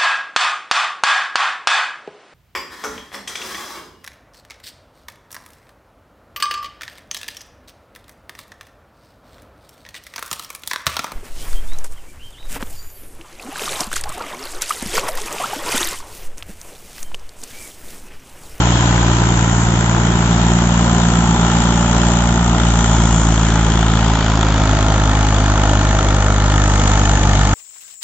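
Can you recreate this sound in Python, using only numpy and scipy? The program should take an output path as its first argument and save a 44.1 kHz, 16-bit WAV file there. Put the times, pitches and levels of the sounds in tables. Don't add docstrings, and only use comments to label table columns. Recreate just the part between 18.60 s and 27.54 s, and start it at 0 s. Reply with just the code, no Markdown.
import sys
import numpy as np
from scipy import signal
from scipy.fft import rfft, irfft, next_fast_len
from scipy.io import wavfile
from scipy.ndimage import uniform_filter1d, map_coordinates

SR = 44100
rng = np.random.default_rng(int(sys.argv[2]) if len(sys.argv) > 2 else 0)


def transcribe(signal):
    frames = np.atleast_2d(signal).T
    limited = np.clip(frames, -1, 1)
    pcm = np.round(limited * 32767).astype(np.int16)
    wavfile.write(sys.argv[1], SR, pcm)


def ratio(d):
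    e = np.asarray(d, float) / 20
    return 10 ** e


N = 394254


def unit(x):
    return x / np.sqrt(np.mean(x ** 2) + 1e-20)


def along(points, hz):
    f, v = np.transpose(points)
    return np.interp(np.log(hz + 1), np.log(f + 1), v)


def curves(rows):
    s, *cols = np.transpose(rows)
    return [np.interp(np.arange(N) / SR, s, c) for c in cols]


def wobble(rate):
    knots = rng.standard_normal(int(N * rate / SR) + 4)
    return map_coordinates(knots, [np.arange(N) * rate / SR])


def filtered(x, response):
    m = next_fast_len(N + 8192)
    return irfft(rfft(x, m) * response(np.fft.rfftfreq(m, 1 / SR)), m)[..., :N]


def hiss(patchy_db):
    z = signal.stft(rng.standard_normal((2, N + 512)), nperseg=512)[2]
    field = rng.standard_normal(z.shape[1:])
    field = uniform_filter1d(uniform_filter1d(field, size=4, axis=0), size=10, axis=1)
    return signal.istft(z * ratio(patchy_db * unit(field)), nperseg=512)[1][:, :N]


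# time in seconds, place from 0 to 5. Place 0 is close to the block,
# 1 a step back, 2 beside the bonnet, 3 the front corner, 4 ahead, 5 further off.
WALK = [(0, 0), (1.2, 0.5), (3.7, 2.0), (4.4, 3), (5.5, 3), (6.2, 4.5), (8.94, 5.0)]


def listener_place():
    return curves(WALK)[0]


def at_place(rows):
    place, *cols = np.transpose(rows)
    return [np.interp(listener_place(), place, c) for c in cols]


# time in seconds, firing rate in Hz.
FIRING_RATE = [(0.0, 59.29), (0.3, 58.41), (1.0, 57.51), (1.72, 57.84), (2.05, 58.27), (2.86, 57.89),
               (3.83, 58.46), (4.63, 55.68), (5.51, 55.27), (6.05, 52.67), (6.7, 51.87), (7.2, 51.01),
               (8.94, 50.13)]


def crank():
    first_firing = -.065
    return first_firing + np.cumsum(curves(FIRING_RATE)[0]) / SR


# place, knock hardness in dB, knock delay in firing periods.
LOAD = [(0, -4, -0.0045), (2, 0, -0.022), (3, 0, -0.00024), (4, 0.5, .03), (5, 1.5, .037)]


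def load():
    return at_place(LOAD)


CYLINDER_KNOCK_DB = [.4, 1, -1.2]
# time in seconds, dB against an ordinary firing.
UNUSUAL_BLOWS = [(1.297, 3.5), (4.959, 4), (5.813, 3.5), (5.831, 3), (6.246, -6), (6.826, -7), (7.39, 4),
                 (8.278, 5), (8.456, 3.5), (8.496, 4)]


def strength(count):
    k = np.floor(count).astype(int) + 1
    firings = k.max() + 1
    level = .6 * rng.standard_normal(firings) + np.resize(np.roll(CYLINDER_KNOCK_DB, 1), firings)
    for s, db in UNUSUAL_BLOWS:
        level[k[round(s * SR)]] = db
    return level[k] + load()[0]


# time in seconds, clatter in dB, treble hiss in dB.
NOISE = [(0.2, -28, -25.5), (0.9, -32.5, -25.5), (1.55, -31.5, -28.5), (2.1, -30.5, -25.5),
         (3.4, -30.5, -24), (3.96, -32.5, -27.5), (4.1, -30, -23), (4.7, -33.5, -23.5), (5.05, -31, -27.5),
         (5.8, -31.5, -32.5), (6.6, -31.5, -27.5), (7.7, -33, -28.5), (8.44, -31.5, -23.5),
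         (8.9, -31.5, -26)]


def bands():
    body_db, follows = -23.5, 0.4
    clatter_db, hiss_db = curves(NOISE)
    return body_db + follows * (clatter_db - clatter_db.mean()), clatter_db, hiss_db


# frequency in Hz, relative density in dB per Hz.
RUMBLE = [(15, -36), (25, -8), (48, -0.5), (281, -3.5), (316, -17.5), (420, -16), (550, -47), (920, -120)]


def drum():
    uneven_db = .6 * wobble(6)
    rumble = unit(filtered(hiss(patchy_db=-0.8), lambda f: ratio(along(RUMBLE, f))))
    return ratio(-26.0 + uneven_db) * rumble


# frequency in Hz, width in Hz, relative peak in dB.
BLOCK = [(337, 72, -8), (670, 119, 3.5), (860, 100, 7), (960, 370, -1.5), (1330, 158, 2.9), (1780, 470, -5),
         (3056, 610, -8.5), (7130, 1230, -0.5)]


def block(f):
    return sum((-1) ** k * ratio(db) * 1j * f * w / (c * c - f * f + 1j * f * w)
               for k, (c, w, db) in enumerate(BLOCK))


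# frequency in Hz, relative density in dB per Hz.
CLATTER = [(300, -13), (1000, -1.5), (2500, 0.5)]
# frequency in Hz, relative density in dB per Hz.
FLANK = [(180, -30), (320, -4), (512, -14), (1000, -7), (1160, -15), (2100, -15.5), (2580, -12),
         (3300, -16), (4570, -21), (7280, -7.5), (7900, -20)]
# frequency in Hz, relative density in dB per Hz.
FRONT = [(180, -27), (300, -3.5), (400, -13), (580, -7.5), (897, -8.5), (1800, -15), (2580, -12.5),
         (3200, -21), (5400, -17.5), (6650, -6.5), (7900, -19.5)]


def machinery(count, blow_db):
    edges = [lambda f: 1 / (1 + (f / 2400) ** 8),
             lambda f: 1 / (1 + (2400 / (f + 1)) ** 8) / (1 + (f / 5200) ** 8),
             lambda f: 1 / (1 + (5200 / (f + 1)) ** 8)]
    bursts = [(-5.5, 0.21, 0.11), (-6.0, 0.25, 0.16), (0.0, 0.21, 0.17)]
    turn_place, turn_span = 3.1, 0.92
    front = np.clip((listener_place() - turn_place) / turn_span, 0, 1)
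    hardness_db, delay = load()
    swell, out = wobble(5), 0
    for db, edge, (burst_db, centre, width) in zip(bands(), edges, bursts):
        u = (count % 1 - centre - delay) / width
        burst = unit(np.exp(-u ** 2 * np.where(u < 0, 1, .45)))
        rattle = hiss(patchy_db=1.76) * burst
        ringing = unit(filtered(rattle, lambda f: (0.21 + block(f)) * edge(f) * ratio(along(CLATTER, f))))
        air = hiss(patchy_db=1.5)
        beside, ahead = (unit(filtered(air, lambda f: ratio(along(c, f)) * edge(f) * (f > 260)))
                         for c in (FLANK, FRONT))
        rush = (1 - front) * beside + front * ahead
        mix = rush + ratio(burst_db + blow_db) * ringing
        mix = mix / np.sqrt(1 + ratio(burst_db + hardness_db) ** 2)
        out = out + ratio(db + .4 * swell + .45 * wobble(9)) * mix
    return out


# place, rms level in dB.
FAN = [(0, -41.5), (1.3, -33), (3, -35)]


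def fan(count):
    blades_per_cycle = 8.58
    level = ratio(at_place(FAN)[0] + 5.7 * wobble(2.4))
    return level * np.sqrt(2) * np.sin(2 * np.pi * blades_per_cycle * count / 3)


# periods per engine cycle, place where loudest, mean rms level there in dB.
GEARS = [(11, .3, -34), (11, 1.3, -32.5), (10, .7, -33), (10, 1.6, -34), (52, .2, -34.5), (52, 1.3, -37),
         (45, 1.7, -35.5), (30, 1.95, -36), (42, 3, -36), (38, 4.5, -31.5), (52, 5, -32), (29, 5, -37)]


def gears(count):
    place, beam = listener_place(), 0.25
    out = 0
    for teeth, best, db in GEARS:
        level = ratio(db + 2 * wobble(2.5)) * np.exp(-((place - best) / beam) ** 2 / 2)
        turns = teeth * count / 3 + .03 * wobble(5)
        out = out + level * np.sqrt(2) * np.sin(2 * np.pi * turns)
    return out


# frequency in Hz, relative density in dB per Hz.
LINKAGE = [(150, -41), (260, -4.5), (380, 1), (500, -6), (650, 0), (1000, -3), (1500, -1), (2200, -32.5),
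           (4000, -55)]


def linkage(count):
    steps, memory = 256, 7
    cycle = count / 3 + 1
    knots = rng.standard_normal((2, int(cycle.max() / memory) + 3, steps))
    at = [cycle / memory, cycle % 1 * steps]
    pair = np.array([map_coordinates(k, at, mode="grid-wrap") for k in knots])
    rattle = unit(filtered(pair, lambda f: ratio(along(LINKAGE, f))))
    return ratio(bands()[0] - 4.5) * rattle


# frequency in Hz, width in Hz of either of two cascaded resonators,
# place faced, spread in places, level there in dB against the clatter for an even blow.
PANELS = [(1580, 700, 0.34, .3, 3.5), (3385, 410, 3.25, 1.5, -6.5), (2950, 630, 4.95, 0.49, -8),
          (1772, 140, 5, 0.52, -3)]


def panels(count, blow_db):
    def gated_noise(centre, width):
        gate = unit(np.exp(-((count % 1 - centre) / width) ** 2))
        return gate * rng.standard_normal((2, N))

    def ring(x, c, w):
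        return unit(filtered(x, lambda f: (1j * f * w / (c * c - f * f + 1j * f * w)) ** 2))

    place = listener_place()
    blow = gated_noise(0.2 + load()[1], 0.16) * ratio(blow_db)
    rung = sum(ratio(db) * np.exp(-((place - best) / wide) ** 2 / 2) * ring(blow, hz, width_hz)
               for hz, width_hz, best, wide, db in PANELS)
    puff = ring(gated_noise(0.16, 0.13), 823, 520)
    body_db, clatter_db, _ = bands()
    return ratio(clatter_db) * rung + ratio(body_db - 8.5) * puff


def knock(count, blow_db):
    struck = count - .2 - load()[1]
    start = (np.diff(np.floor(struck), prepend=0) > 0) * ratio(blow_db)
    t = np.arange(SR // 25) / SR
    spike = np.array([[10], [0]]) * (t == 0)
    clack = 1.1 * rng.standard_normal((2, len(t))) * ratio(-60 * t / .012) - spike
    rattles = clack + 0.43 * rng.standard_normal((3, 2, len(t))) * ratio(-60 * t / 0.06)
    blows = 0
    for c in range(3):
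        own = start * (np.floor(struck) % 3 == c)
        blows = blows + signal.fftconvolve(own[None], rattles[c], axes=1)[:, :N]

    def duller(f):
        return block(f) / (1 + 1j * f / 3300) ** 2 * (1j * f / (450 + 1j * f)) ** 2
    return unit(filtered(blows, duller)) * ratio(bands()[0] - 3.5)


# place, then the fundamental and the 2nd to 6th multiples in dB.
THROB = [(.25, -20.5, -17.5, -22, -32, -30.5, -35), (1, -19.5, -20, -18, -23, -40.5, -38.5),
         (2, -19.5, -22, -20, -24, -41.5, -36.5), (3, -15.5, -20, -21.5, -25.5, -32, -38.5),
         (4.5, -16, -20, -27, -30, -28, -32), (5, -16, -18.5, -27.5, -27.5, -34, -33.5)]
# multiple of the firing rate, dB against the 6th.
UPPER = [(7, -10)]
SKEW = [(0, 1.2), (2, 1.7), (3, 1.1), (4, -.05)]
# size in dB (the fundamental takes 0.15 of it), lateness in firing periods.
CYLINDERS = [(2.3, -0.0098), (0.2, -0.0084), (0.5, 0.0022)]
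# time in seconds, spread (standard deviation) in seconds, depth in dB.
FALTERS = [(3.96, 0.0076, -2.5), (5.6, 0.046, -2.5), (6.19, 0.0098, -2), (7.42, 0.025, -2.5),
           (8.59, 0.0062, -6)]


def exhaust(count):
    cycle = count % 3
    size_db, late = (np.interp(cycle, [0, 1, 2, 3], [*c, c[0]]) for c in np.transpose(CYLINDERS))
    angle = 2 * np.pi * (count - late + .004 * wobble(30)) - 1
    one_db, *multiples_db = at_place(THROB)
    levels = list(enumerate(multiples_db, start=2)) + [(k, multiples_db[-1] + db) for k, db in UPPER]
    skew = at_place(SKEW)[0]
    pulse = sum(ratio(db + 0.38 * wobble(12)) * np.cos(round(k) * angle + skew) for k, db in levels)
    steady = ratio(one_db + 0.15 * size_db + 1.0 * wobble(1.7)) * np.cos(2 * np.pi * count)
    t = np.arange(N) / SR
    dip_db = sum(db * np.exp(-((t - s) / wide) ** 2 / 2) for s, wide, db in FALTERS)
    return np.sqrt(2) * ratio(dip_db) * (steady + ratio(size_db + 0.11 * wobble(25)) * pulse)


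# frequency in Hz, left-right correlation close up, correlation far off.
ALIKE = [(250, 0.86, 0.97), (600, 0.91, 0.97), (1100, 0.46, 1), (2000, .2, 0.53), (3300, 0.23, 0.5),
         (6000, .15, .25), (8000, .5, 0.37)]
SHRINKS = [(0, 0), (1.2, 0.12), (4, 0.78)]


def spread(pair):
    hz, near, far = np.transpose(ALIKE)

    def mid_side(likeness):
        def turn(f):
            return np.arccos(np.clip(along(np.transpose([hz, likeness]), f), -1, 1)) / 2
        return np.array([filtered(pair[0], lambda f: np.cos(turn(f))),
                         filtered(pair[1], lambda f: np.sin(turn(f)))])

    share = np.clip(at_place(SHRINKS)[0], 0, 1)
    mid, side = mid_side(near) * (1 - share) + mid_side(far) * share
    return np.array([mid + side, mid - side])


# place, time in ms by which the left port hears later.
LAG = [(0, -0.13), (2.8, -0.081), (3.2, -0.016), (5, 0.083)]


def scene():
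    count = crank()
    blow_db = strength(count)
    tones = exhaust(count) + gears(count) + fan(count)
    pair = np.array([tones, ratio(-14.5) * np.roll(tones, 90)])
    pair = pair + knock(count, blow_db) + panels(count, blow_db) + linkage(count)
    pair = pair + machinery(count, blow_db) + drum()
    left, right = spread(pair)
    heard_at = np.arange(N) - at_place(LAG)[0] * SR / 1000
    return np.array([map_coordinates(left, [heard_at], mode="nearest"), right])


def low_pass(x):
    return signal.sosfilt(signal.butter(12, 8990, fs=SR, output="sos"), x)


# frequency in Hz, left minus right in dB.
PORTS = [(700, 0), (1160, -.5), (1900, -3), (2500, 3), (3200, 11.5), (5100, 3.5), (7000, 5), (8000, -3.5)]


def record(dry):
    soft = dry / (1 + np.abs(dry / .95) ** 5) ** (1 / 5)

    def port_response(f):
        notch_db = -3.5 * np.exp(-((f - 2630) / 180) ** 2)
        colour_db = np.outer([.5, -.5], along(PORTS, f))
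        return ratio(colour_db + notch_db) / (1 + (f / 7810) ** 120)
    return low_pass(filtered(soft, port_response))


dry = scene()
out = record(dry)
transcribe(out)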